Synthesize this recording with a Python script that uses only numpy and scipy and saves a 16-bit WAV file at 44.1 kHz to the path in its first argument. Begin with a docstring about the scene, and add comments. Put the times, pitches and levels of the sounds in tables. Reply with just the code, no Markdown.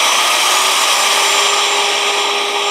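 """In a workshop, a router spins freely under a table, nearing full speed within the first second.
The shaft hums with its overtones and the cooling fan whines at its blade rate: tones locked to one
turning angle. Its air rushes through the ringing hollows of housing and fence: noise shaped by
broad spectra and resonances. The hiss slowly dulls. Heard close up, in mono."""
import sys
import numpy as np
from scipy import signal
from scipy.fft import rfft, irfft
from scipy.io import wavfile

SR = 44100
rng = np.random.default_rng(int(sys.argv[2]) if len(sys.argv) > 2 else 0)


def wrap_up_sound(samples):
    """Save the sound to the file named by the first command line argument, as 16-bit audio."""
    columns = np.atleast_2d(samples).T
    # keep every value between -1 and 1, then stretch to whole-number steps
    tamed = np.clip(columns, -1, 1)
    steps = np.round(tamed * 32767).astype(np.int16)
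    wavfile.write(sys.argv[1], SR, steps)


N = 119070  # length in samples

# sizes in dB, rates in wavers per second
OVERTONE_FLUTTER_DB, WHINE_FLUTTER_DB, HUM_FLUTTER_DB, FLUTTER_PER_S = 1.7, 1.5, 1.26, 18.6
WHINE_GRAIN_DB, WHINE_GRAIN_PER_S = 3, 110  # eddies at the blades roughen the whine
RING_FLUTTER_DB, RING_FLUTTER_PER_S = 1.15, 13  # each resonance swells and sinks on its own
TURBULENCE_DB, TURBULENCE_PER_S = 1, 25  # each broad noise wavers
GUST_DB, GUST_PER_S = 0.49, 22  # the whole air stream shivers


def motor():
    """The turning shaft drives both the hum and the fan, so all their tones share one angle."""
    # speed of the shaft: start_s, turns_per_s
    speed_curve = [(0, 320.7), (.1, 333), (.2, 343.6), (.45, 367), (.6, 379), (.8, 392.6), (.9, 396.5),
                   (1.07, 401.1), (1.4, 403.9), (1.7, 404.95), (2.27, 406.1), (2.7, 406.3)]
    speed_wander = 0.00019  # share of the speed
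    speed = in_time(speed_curve) * (1 + speed_wander * drift(FLUTTER_PER_S))
    angle = 2 * np.pi * np.cumsum(speed) / SR
    return shaft_hum(angle, speed) + fan_whine(angle)


def shaft_hum(angle, speed):
    """The shaft hums once per turn; tones at multiples of that pitch grow as it speeds up."""
    # level of the once-per-turn hum: start_s, level_db
    hum_curve = [(0, -58), (.25, -40), (.55, -33), (.8, -36), (.95, -50), (1.1, -34), (1.27, -28),
                 (1.9, -28), (2.35, -26.5), (2.7, -25)]
    # overtones of the shaft at full speed: multiple (of the turning rate), level_db
    overtone_rows = [(2, -29), (3, -43), (4, -46)]
    growth_db_per_octave = 14
    effort_db = growth_db_per_octave * np.log2(speed / speed.max())
    total = tone(angle, in_time(hum_curve), HUM_FLUTTER_DB)
    for multiple, level_db in overtone_rows:
        total = total + tone(round(multiple) * angle, level_db + effort_db, OVERTONE_FLUTTER_DB)
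    return total


def fan_whine(angle):
    """Each passing blade pushes the air, which whines at the blade rate and faintly an octave up."""
    # level of the whine, before its roughness: start_s, level_db
    whine_curve = [(0, -27.5), (.12, -27), (.25, -35), (.39, -46), (.52, -29), (.62, -27), (.71, -43),
                   (.8, -29), (.93, -34), (1.02, -27), (1.14, -42), (1.27, -24.5), (1.39, -27.5),
                   (1.73, -29), (1.9, -35.5), (2.25, -34.5), (2.48, -52), (2.68, -32)]
    blades, octave_db = 18, -61
    rough_db = in_time(whine_curve) + WHINE_GRAIN_DB * drift(WHINE_GRAIN_PER_S)
    whine = tone(blades * angle, rough_db, WHINE_FLUTTER_DB)
    octave = tone(2 * blades * angle, octave_db, OVERTONE_FLUTTER_DB)
    return whine + octave


def tone(angle, db, flutter_db):
    """One sine locked to the shaft, with a fluttering level and a random starting point."""
    gain = from_db(db + flutter_db * drift(FLUTTER_PER_S))
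    # the square root of 2 makes the level an rms level
    return np.sqrt(2) * gain * np.sin(angle + rng.uniform(0, 2 * np.pi))


def air():
    """The cooling air sounds in several ways, and the whole stream shivers together."""
    stream = howl() + rush() + hiss() + sizzle() + rumble()
    return stream * from_db(GUST_DB * drift(GUST_PER_S))


def howl():
    """Air blows the loudest hollow, which howls on its own and eases sooner."""
    # its resonances, before the level curve: centre_hz, width_hz, level_db (rms)
    howl_rings = [(1120, 136, -26), (1194, 101, -23.5), (1231, 50, -29.5)]
    # change of level: start_s, level_db
    howl_curve = [(0, 0), (.65, 1), (1.0, -.7), (1.7, -0.2), (1.9, -6), (2.1, -3), (2.38, -4), (2.52, -7.5),
                  (2.7, -2)]
    return from_db(in_time(howl_curve)) * resonant(howl_rings)


def rush():
    """Air blows the hollows of housing, table and fence, and each one rings at its own pitch."""
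    # the hollows, before the level curve: centre_hz, width_hz, level_db (rms)
    hollow_rings = [(175, 22, -59), (593, 47, -32.5), (645, 38, -34), (777, 44, -37.5), (867, 64, -28),
                    (964, 101, -27), (1578, 53, -43.5), (1939, 99, -31.5), (2146, 99, -31),
                    (2352, 194, -24.5), (2560, 185, -26), (2875, 230, -26.5), (3050, 130, -30.5),
                    (3192, 102, -24.5), (3374, 230, -24), (3784, 43, -31.5), (3920, 150, -28),
                    (5540, 350, -29.5)]
    # change of level: start_s, level_db
    rush_curve = [(0, 0), (.6, -0.1), (1.0, -0.5), (1.35, 0), (1.75, -0.5), (2.0, -1), (2.38, -1.5),
                  (2.53, -5), (2.7, -3.5)]
    return from_db(in_time(rush_curve)) * resonant(hollow_rings)


def hiss():
    """Turbulent air hisses at the vents, whose higher, narrower passages ring with it."""
    # broad spectrum, before the level curve: pitch_hz, level_db (per Hz)
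    hiss_spectrum = [(700, -95), (1300, -61), (1480, -60.5), (1700, -56), (3600, -64), (4150, -61.5),
                     (5200, -61), (7000, -65), (9000, -73.5), (10000, -81), (16000, -105)]
    # ringing passages, before the level curve: centre_hz, width_hz, level_db (rms)
    vent_rings = [(4270, 130, -39), (4710, 190, -35), (5010, 150, -33.3), (5570, 450, -28.5),
                  (6030, 260, -30.5), (6450, 220, -39), (7100, 250, -38), (7570, 230, -35.5),
                  (8040, 260, -36.5), (8400, 280, -38), (8780, 400, -33.5), (9380, 350, -36.5)]
    # change of level: start_s, level_db
    hiss_curve = [(0, -1.5), (.55, 0.5), (1.1, 1), (1.45, -0.4), (1.7, -2.5), (1.87, -4), (2.13, -4.5),
                  (2.3, -9), (2.45, -8.5), (2.7, -10)]
    return from_db(in_time(hiss_curve)) * (broad(hiss_spectrum) + resonant(vent_rings))


def sizzle():
    """The top treble of the air: broad noise with resonances of its own."""
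    # broad spectrum, before the level curve: pitch_hz, level_db (per Hz)
    sizzle_spectrum = [(5000, -78), (8500, -60), (9800, -67), (11400, -74.5), (12700, -73), (13600, -72),
                       (14500, -75.5), (15700, -82)]
    # resonances, before the level curve: centre_hz, width_hz, level_db (rms)
    sizzle_rings = [(10280, 360, -36), (11080, 280, -40.5), (11860, 400, -39.5), (12650, 500, -39.5)]
    # change of level: start_s, level_db
    sizzle_curve = [(0, -3.5), (.45, 0), (1.0, -1.5), (1.3, -3), (1.5, -8), (1.85, -11), (2.1, -11),
                    (2.3, -14.5), (2.7, -14)]
    return from_db(in_time(sizzle_curve)) * (broad(sizzle_spectrum) + resonant(sizzle_rings))


def rumble():
    """The steady, broad rumble of the turbulent air."""
    # broad spectrum, before the overall gain: pitch_hz, level_db (per Hz)
    rumble_spectrum = [(25, -86), (60, -81), (100, -86), (140, -82.5), (210, -66), (300, -60.5), (460, -56),
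                       (530, -57.5), (900, -55), (1400, -84.5), (2400, -70.5), (3800, -61), (4400, -103),
                       (16000, -110)]
    return from_db(-0.5) * broad(rumble_spectrum)


def broad(points):
    """Turbulent air as noise with a smooth spectrum and a wavering level."""
    hz = np.maximum(np.fft.rfftfreq(N, 1 / SR), 1)  # at least 1 Hz, for the logarithm
    point_hz, point_db = np.transpose(points)
    level_db = np.interp(np.log(hz), np.log(point_hz), point_db)
    return noise(from_db(level_db) ** 2) * from_db(TURBULENCE_DB * drift(TURBULENCE_PER_S))


def resonant(rows):
    """Noise ringing in steep-sided resonances; widths lie between the half-power points."""
    hz, total = np.fft.rfftfreq(N, 1 / SR), 0
    for centre_hz, width_hz, level_db in rows:
        spread = .5 * width_hz / np.sqrt(np.sqrt(2) - 1)
        # the area under this peak is 1, so the level sets its total power
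        power = 2 / (np.pi * spread) / (1 + ((hz - centre_hz) / spread) ** 2) ** 2
        gain = from_db(level_db + RING_FLUTTER_DB * drift(RING_FLUTTER_PER_S))
        total = total + gain * noise(power)
    return total


def noise(power):
    """Random noise, filtered to the given power per Hz."""
    spectrum = rfft(rng.standard_normal(N))
    return irfft(spectrum * np.sqrt(power * SR / 2), N)


def drift(rate):
    """A slow random wavering around 0 with a spread of about 1; a higher rate wavers faster."""
    step = 40  # samples between the computed points
    memory = np.exp(-2 * np.pi * step * rate / SR)
    white = rng.standard_normal(N // step + 2002)
    smooth = signal.lfilter([1], [1, -2 * memory, memory * memory], white)
    slow = smooth[2000:]  # the filter has settled by here
    return np.interp(np.arange(N) / step, np.arange(len(slow)), slow / slow.std())


def in_time(rows):
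    """A control curve at every sample, with straight lines between its points."""
    return np.interp(np.arange(N) / SR, *np.transpose(rows))


def from_db(db):
    """Decibels to gain: 20 dB is a factor of ten."""
    return 10 ** (np.asarray(db) / 20)


def scene():
    """Motor and air together, alike in both channels."""
    return np.tile(motor() + air(), (2, 1))


def record(dry):
    """The rare highest peaks are rounded, the bass is thinned, the top is cut steeply."""
    ceiling, low_cut_hz, high_cut_hz = .9, 175, 15730
    rounded = dry / (1 + (dry / ceiling) ** 12) ** (1 / 12)
    bass_cut = signal.butter(2, low_cut_hz, "high", fs=SR, output="sos")
    thin = signal.sosfilt(bass_cut, rounded)
    top_cut = signal.ellip(12, .05, 60, high_cut_hz, fs=SR, output="sos")
    return signal.sosfiltfilt(top_cut, thin)  # run forwards and backwards


dry = scene()
out = record(dry)
wrap_up_sound(out)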